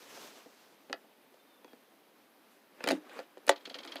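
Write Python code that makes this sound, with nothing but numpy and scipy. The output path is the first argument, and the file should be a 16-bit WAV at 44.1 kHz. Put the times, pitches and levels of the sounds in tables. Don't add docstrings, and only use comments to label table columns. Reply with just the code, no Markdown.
import sys
import numpy as np
from scipy import signal
from scipy.fft import rfft, irfft, next_fast_len
from scipy.io import wavfile

SR = 44100
rng = np.random.default_rng(int(sys.argv[2]) if len(sys.argv) > 2 else 0)


def unload_audio(sound):
    columns = np.transpose(np.atleast_2d(sound))
    steps = np.round(np.clip(columns, -1, 1) * 32767)
    wavfile.write(sys.argv[1], SR, steps.astype(np.int16))


def attenuation_scalar(level_db):
    decades = np.asarray(level_db, float) / 20
    return 10 ** decades


N = 176400
SNAP_S = 3.4928


def at_hz(points, hz):
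    table_hz, table_db = np.transpose(points)
    return np.interp(np.log(hz), np.log(table_hz), table_db)


def rms_one(x):
    return x / np.sqrt(np.mean(x ** 2) + 1e-20)


def drift(rate):
    pole = np.exp(-80 * np.pi * rate / SR)
    slow = signal.lfilter([1], [1, -2 * pole, pole * pole], rng.standard_normal(N // 40 + 2002))
    slow = slow[2000:]
    return np.interp(np.arange(N) / 40, np.arange(len(slow)), rms_one(slow))


def ring(force, hz, t60):
    radius = 10 ** (-3 / (t60 * SR))
    angle = 2 * np.pi * hz / SR
    return signal.lfilter([0, np.sin(angle)], [1, -2 * radius * np.cos(angle), radius ** 2], force + 1e-18)


def bandpass(x, low_hz, high_hz):
    return signal.sosfilt(signal.butter(2, [low_hz, high_hz], "band", fs=SR, output="sos"), x)


def strike(times, db, modes, contact_s, spread_db, detune, clean=0):
    out = np.zeros(N + SR)
    age = np.arange(600) / SR
    contact = age * np.exp(-age / contact_s)
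    for s, level_db in zip(times, db):
        draws = rng.standard_normal((len(modes), 602))
        draws[:, 2:] += clean * (-1) ** np.arange(len(modes))[:, None]
        for row, (hz, mode_db, t60) in zip(draws, modes):
            hz = hz * (1 + detune * row[0])
            force = row[2:] * contact
            at_mode = np.abs(force @ np.exp(-2j * np.pi * hz * age))
            force = force / (at_mode + .2 * np.linalg.norm(force))
            sound = ring(np.pad(force, (0, int(min(t60, .3) * SR))), hz, t60)
            out[int(s * SR):][:len(sound)] += attenuation_scalar(level_db + mode_db + spread_db * row[1]) * sound
    return out[:N]


def banded_noise(spectrum, patchy_db, flicker_db):
    out = 0
    together = drift(6.0)
    edges = 20 * 2 ** np.arange(0, 9.9, 1 / 3)
    white = rng.standard_normal((2, N))
    for k, (low, high) in enumerate(zip(edges, edges[1:])):
        level_db = at_hz(spectrum, np.sqrt(low * high)) + patchy_db * together + flicker_db * drift(16.0)
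        out = out + bandpass(white[k % 2], low, high) * attenuation_scalar(level_db)
    return rms_one(out)


def air():
    # frequency in Hz, spectral density in dB per Hz.
    air_spectrum = [(30, -52), (110, -22), (250, 2.5), (520, -0.5), (1500, -7.5), (4000, -14), (7200, -25),
                    (11000, -18)]
    return attenuation_scalar(-64.5) * banded_noise(air_spectrum, patchy_db=.3, flicker_db=.8)


def bird():
    # start in seconds, length in seconds, first Hz, last Hz, level in dB.
    calls = [
        (1.38, .06, 3570, 3630, -75),
        (1.46, .15, 3680, 3480, -75),
        (1.62, .13, 3430, 3230, -73.5),
    ]
    throb_hz, throb_depth, waver_hz = 28.0, .5, 11.9
    t, out = np.arange(N) / SR, np.zeros(N)
    waver = waver_hz * drift(30.0)
    for s, length, from_hz, to_hz, db in calls:
        way = np.clip((t - s) / length, 0, 1)
        swell = np.sqrt(np.sin(np.pi * way).clip(0))
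        hz = from_hz + (to_hz - from_hz) * way + waver
        out += attenuation_scalar(db) * swell * np.sin(2 * np.pi * np.cumsum(hz) / SR)
    return np.sqrt(2) * out * (1 + throb_depth * np.sin(2 * np.pi * throb_hz * t))


def sleeve():
    # time in seconds, level in dB.
    sweep = [
        (0, -52.5),
        (.05, -53),
        (.09, -49),
        (.22, -47.5),
        (.32, -56.5),
        (.5, -63.5),
        (.62, -69.5),
        (.8, -68.5),
        (1.0, -76),
    ]
    # time in seconds, level in dB.
    grip = [
        (2.7, -78),
        (2.9, -39.5),
        (2.99, -58.5),
        (3.19, -51),
        (3.28, -68.5),
        (3.5, -63),
        (3.62, -61),
        (3.8, -57.5),
        (3.93, -51),
    ]
    # frequency in Hz, spectral density in dB per Hz.
    cloth_spectrum = [(40, -49), (120, -18.5), (280, -3), (520, -1.5), (1400, -7), (6500, -11.5),
                      (8000, -18.5), (15000, -20.5)]
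    # frequency in Hz, spectral density in dB per Hz.
    skin_spectrum = [(40, -48), (170, -34), (280, 0), (600, -2), (1500, -7), (3000, -13), (6000, -25),
                     (15000, -38)]
    t = np.arange(N) / SR
    cloth = attenuation_scalar(np.interp(t, *np.transpose(sweep))) * banded_noise(cloth_spectrum, patchy_db=2.5, flicker_db=1.14)
    skin = attenuation_scalar(np.interp(t, *np.transpose(grip))) * banded_noise(skin_spectrum, patchy_db=2.0, flicker_db=2.5)
    return cloth + skin


def cab(x):
    t60_s, treble_cut_hz = .14, 4400
    size = next_fast_len(N + SR)
    hz = np.arange(size // 2 + 1) * SR / size
    response = 0
    for k, lag in enumerate(rng.uniform(.004, .017, 8)):
        one_round = attenuation_scalar(-60 * lag / t60_s) / (1 + 1j * hz / treble_cut_hz) * np.exp(-2j * np.pi * hz * lag)
        response = response + (-1) ** k * (1 / (1 - one_round) - 1)
    return irfft(rfft(x, size) * response, size)[:N]


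def relay():
    # start in seconds, level in dB.
    pulls = [(3.511, -40), (3.558, -47.5), (3.606, -60.5), (3.6522, -40.5), (3.6958, -45), (3.7411, -41),
             (3.785, -42.5), (3.830, -48), (3.8728, -44), (3.918, -42.5), (3.962, -44)]
    # frequency in Hz, level in dB, t60 in seconds.
    case_modes = [(1410, -5.5, 0.0067), (2200, -8, 0.011), (2480, -5, 0.0089), (3225, -1, 0.013),
                  (3570, -2.5, 0.0064), (4020, -6.5, 0.016), (4370, -4.5, 0.01), (4670, -5, 0.008),
                  (5130, -5.5, 0.0044), (6400, -12.5, 0.0049)]
    rise_s, buzz_s, tail_s, tail_db = 0.0024, 0.0059, 0.013, -11
    t, buzz = np.arange(N) / SR, np.zeros(N)
    for s, db in pulls:
        corners = s + np.cumsum([0, rise_s, buzz_s, .002, tail_s, .008])
        buzz += np.interp(t, corners, attenuation_scalar(db + np.array([-30, 0, -1, tail_db, tail_db, -40])), 0, 0)
    spikes = attenuation_scalar(2.58 * np.minimum(rng.exponential(1, N), 4))
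    grit = rng.standard_normal((len(case_modes), N)) * spikes * buzz
    return 0.09 * sum(attenuation_scalar(db) * ring(g, hz, t60) for g, (hz, db, t60) in zip(grit, case_modes))


def push():
    width_s = 0.00058
    age = np.arange(N) / SR - SNAP_S
    return attenuation_scalar(-39) * np.exp(-(age / width_s - 1) ** 2)


def switch():
    # frequency in Hz, level in dB, t60 in seconds.
    switch_modes = [(295, -21.5, 0.15), (385, -13.5, 0.078), (546, -2.5, 0.06), (686, -2.5, .03),
                    (885, -2, 0.028), (1178, -6.5, 0.022), (1500, -5, 0.014), (1943, -1.5, 0.018),
                    (2330, -13.5, 0.022), (3010, -12.5, 0.03), (3450, -3, 0.018), (3860, -5, 0.015),
                    (4730, -18, .015), (6900, -8, 0.027)]
    crack_db, crack_t60_s = -20.5, 0.038
    age = np.arange(N) / SR - SNAP_S
    crack = attenuation_scalar(crack_db - 60 * np.abs(age) / crack_t60_s) * (age > 0) * rng.standard_normal(N)
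    body = strike([SNAP_S], [-10], switch_modes, 0.00021, 0, 0, clean=2.0)
    body = signal.sosfilt(signal.butter(3, 300, "high", fs=SR, output="sos"), body)
    return body + bandpass(crack, 1200, 8500)


def cracks():
    # start in seconds, level in dB, low Hz, high Hz, t60 in seconds.
    bursts = [(.9283, -26, 2800, 6140, .012), (2.8397, -36, 5960, 14000, .012),
              (2.888, -25, 4000, 5960, .02), (2.9175, -38, 7000, 13000, .012),
              (3.132, -53, 7000, 15000, .015), (3.4668, -40, 7500, 13000, 0.022),
              (3.492, -13, 7000, 10000, .008), (3.649, -61, 7000, 12000, .04),
              (3.694, -57, 7000, 12400, .04), (3.783, -59, 7000, 12500, .05),
              (3.846, -55, 6000, 12000, 0.056), (3.859, -53, 6000, 15500, 0.044),
              (3.914, -55, 7500, 11000, 0.045), (3.9385, -55, 9500, 14000, .012),
              (3.9563, -41.5, 7500, 15500, 0.014), (2.8765, -38, 5000, 15000, .03),
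              (2.893, -40, 1500, 7000, .1), (2.906, -38, 1500, 9000, .06), (2.92, -50.5, 2500, 9000, 0.23),
              (3.4815, -29, 2600, 7000, .02), (.542, -64, 3500, 10500, .1), (3.19, -44, 4100, 5300, .03),
              (3.2, -48, 4100, 5200, .03), (2.888, -36, 8000, 16000, .02), (1.342, -64, 4200, 8000, .04)]
    out, age = np.zeros(N + SR), np.arange(3000) / SR
    for s, db, low_hz, high_hz, t60 in bursts:
        onset = 1 - np.exp(-age / 0.00018)
        burst = rng.standard_normal(len(age)) * attenuation_scalar(db - 60 * age / t60) * onset
        out[int(s * SR):][:len(age)] += bandpass(burst, low_hz, high_hz)
    return out[:N]


def key():
    # start in seconds, then panel, lock body and blade levels in dB.
    touches = [(.174, -48.5, -55, -55), (.459, -49, -67, -66), (.897, -40.5, -53, -54.5),
               (.906, -40, -63, -68), (.929, -47, -52, -55), (0.937, -38.5, -57, -60),
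               (1.042, -57.5, -74, -74), (1.234, -62.5, -79, -76), (1.341, -58.5, -68, -66),
               (1.645, -47, -55.5, -56), (1.679, -59, -69, -65), (1.732, -48, -57, -63)]
    # start in seconds, then panel, lock body and blade levels in dB.
    tumblers = [(2.806, -46, -43, -60), (2.840, -31.5, -31, -32), (2.862, -37, -46, -49),
                (2.873, -31, -33, -31), (2.876, -33, -29, -31), (2.887, -26.5, -26.5, -24.5),
                (2.898, -28.5, -53, -39), (2.904, -25.5, -31, -37), (2.909, -22.5, -29, -28.5),
                (2.917, -27, -37, -31), (2.926, -30.5, -50, -52)]
    # start in seconds, then panel, lock body and blade levels in dB.
    knocks = [(3.095, -52, -51, -56), (3.178, -53, -53, -59), (3.190, -38.5, -44, -46),
              (3.2, -41.5, -51, -52), (3.371, -44.5, -56, -60), (3.379, -57, -65, -57.5),
              (3.467, -62, -53, -53), (3.476, -37, -40, -46), (3.4804, -35, -33.5, -31.5),
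              (3.672, -42, -53, -58), (3.709, -44, -58, -61), (3.753, -45, -44.5, -47.5),
              (3.762, -47, -65, -58), (3.802, -49, -64, -64), (3.850, -46, -45.5, -47),
              (3.957, -41, -39, -43.5)]
    # frequency in Hz, level in dB, t60 in seconds.
    panel_modes = [(273.3, -3, 0.09), (300, -9.5, 0.089), (394, -5.5, 0.049), (514, 4.5, 0.041),
                   (655, -0.5, 0.035), (789, 1.5, 0.02)]
    lock_modes = [(1234, -1, 0.0074), (1423, -3.5, 0.032), (1540, -10.5, 0.028), (1768, 0, 0.025),
                  (1993, -7, 0.042), (2360, -3, 0.018), (2500, -4.5, 0.033)]
    blade_modes = [(2916, -0.5, 0.018), (3245, -6.5, 0.035), (3670, -8.5, 0.011), (4030, 0, 0.022),
                   (4730, 2, 0.015), (5000, -10, 0.0099), (6000, -8, 0.0079), (6460, -5.5, 0.015),
                   (7770, -7, 0.005), (9440, -9, 0.014), (10000, -4.5, 0.0049), (12000, -40, 0.0044),
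                   (13800, -12, .004)]
    # Hz, level in dB, t60 in seconds.
    face_modes = [(820, -3.5, 0.058), (1075, -4, 0.018), (1340, 1, 0.025), (1712, 3.5, 0.021),
                  (1960, 2, 0.022), (2530, -3.5, 0.032), (2940, -6, 0.035), (3260, -7, 0.031),
                  (3770, 0.5, 0.012), (4200, 0, 0.011), (4720, 5.5, 0.01), (5300, -1, 0.008),
                  (6040, -7, 0.0089), (10100, -22, .006)]
    deep_modes = [(272, -1.5, 0.14), (304.7, -4, 0.21), (358, 1.5, 0.053), (189, -9.5, 0.15)]
    plastic_s, metal_s = 0.0013, 0.00053
    vary = dict(spread_db=2.5, detune=0.038)
    s, panel_db, lock_db, blade_db = np.transpose(list(touches) + list(tumblers) + list(knocks))
    panel = strike(s, panel_db - 2.5, panel_modes, plastic_s, **vary)
    lock = strike(s, lock_db + 0.5, lock_modes, metal_s, **vary)
    blade = strike(s, blade_db - 3, blade_modes, metal_s, **vary)
    tip_tap = strike([.9282], [-32], face_modes, 0.00008, 0, 0, clean=10)
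    seating = strike([2.9262], [-25], deep_modes, .0008, 0, 0)
    return panel + lock + blade + tip_tap + seating


def scene():
    near = key() + switch() + relay()
    near = signal.sosfilt(signal.butter(4, 228, "high", fs=SR, output="sos"), near)
    near = signal.sosfilt(signal.butter(6, 15500, fs=SR, output="sos"), near)
    room = attenuation_scalar(-18) * cab(near)
    beds = sleeve() + air() + cracks() + bird()
    beds = signal.sosfilt(signal.cheby2(12, 60, 15750 * 1.03, fs=SR, output="sos"), beds)
    return (near + room + push() + beds)[None]


def roll_off(x):
    return signal.sosfilt(signal.butter(12, 17010, fs=SR, output="sos"), x)


def record(dry):
    return roll_off(dry)


dry = scene()
out = record(dry)
unload_audio(out)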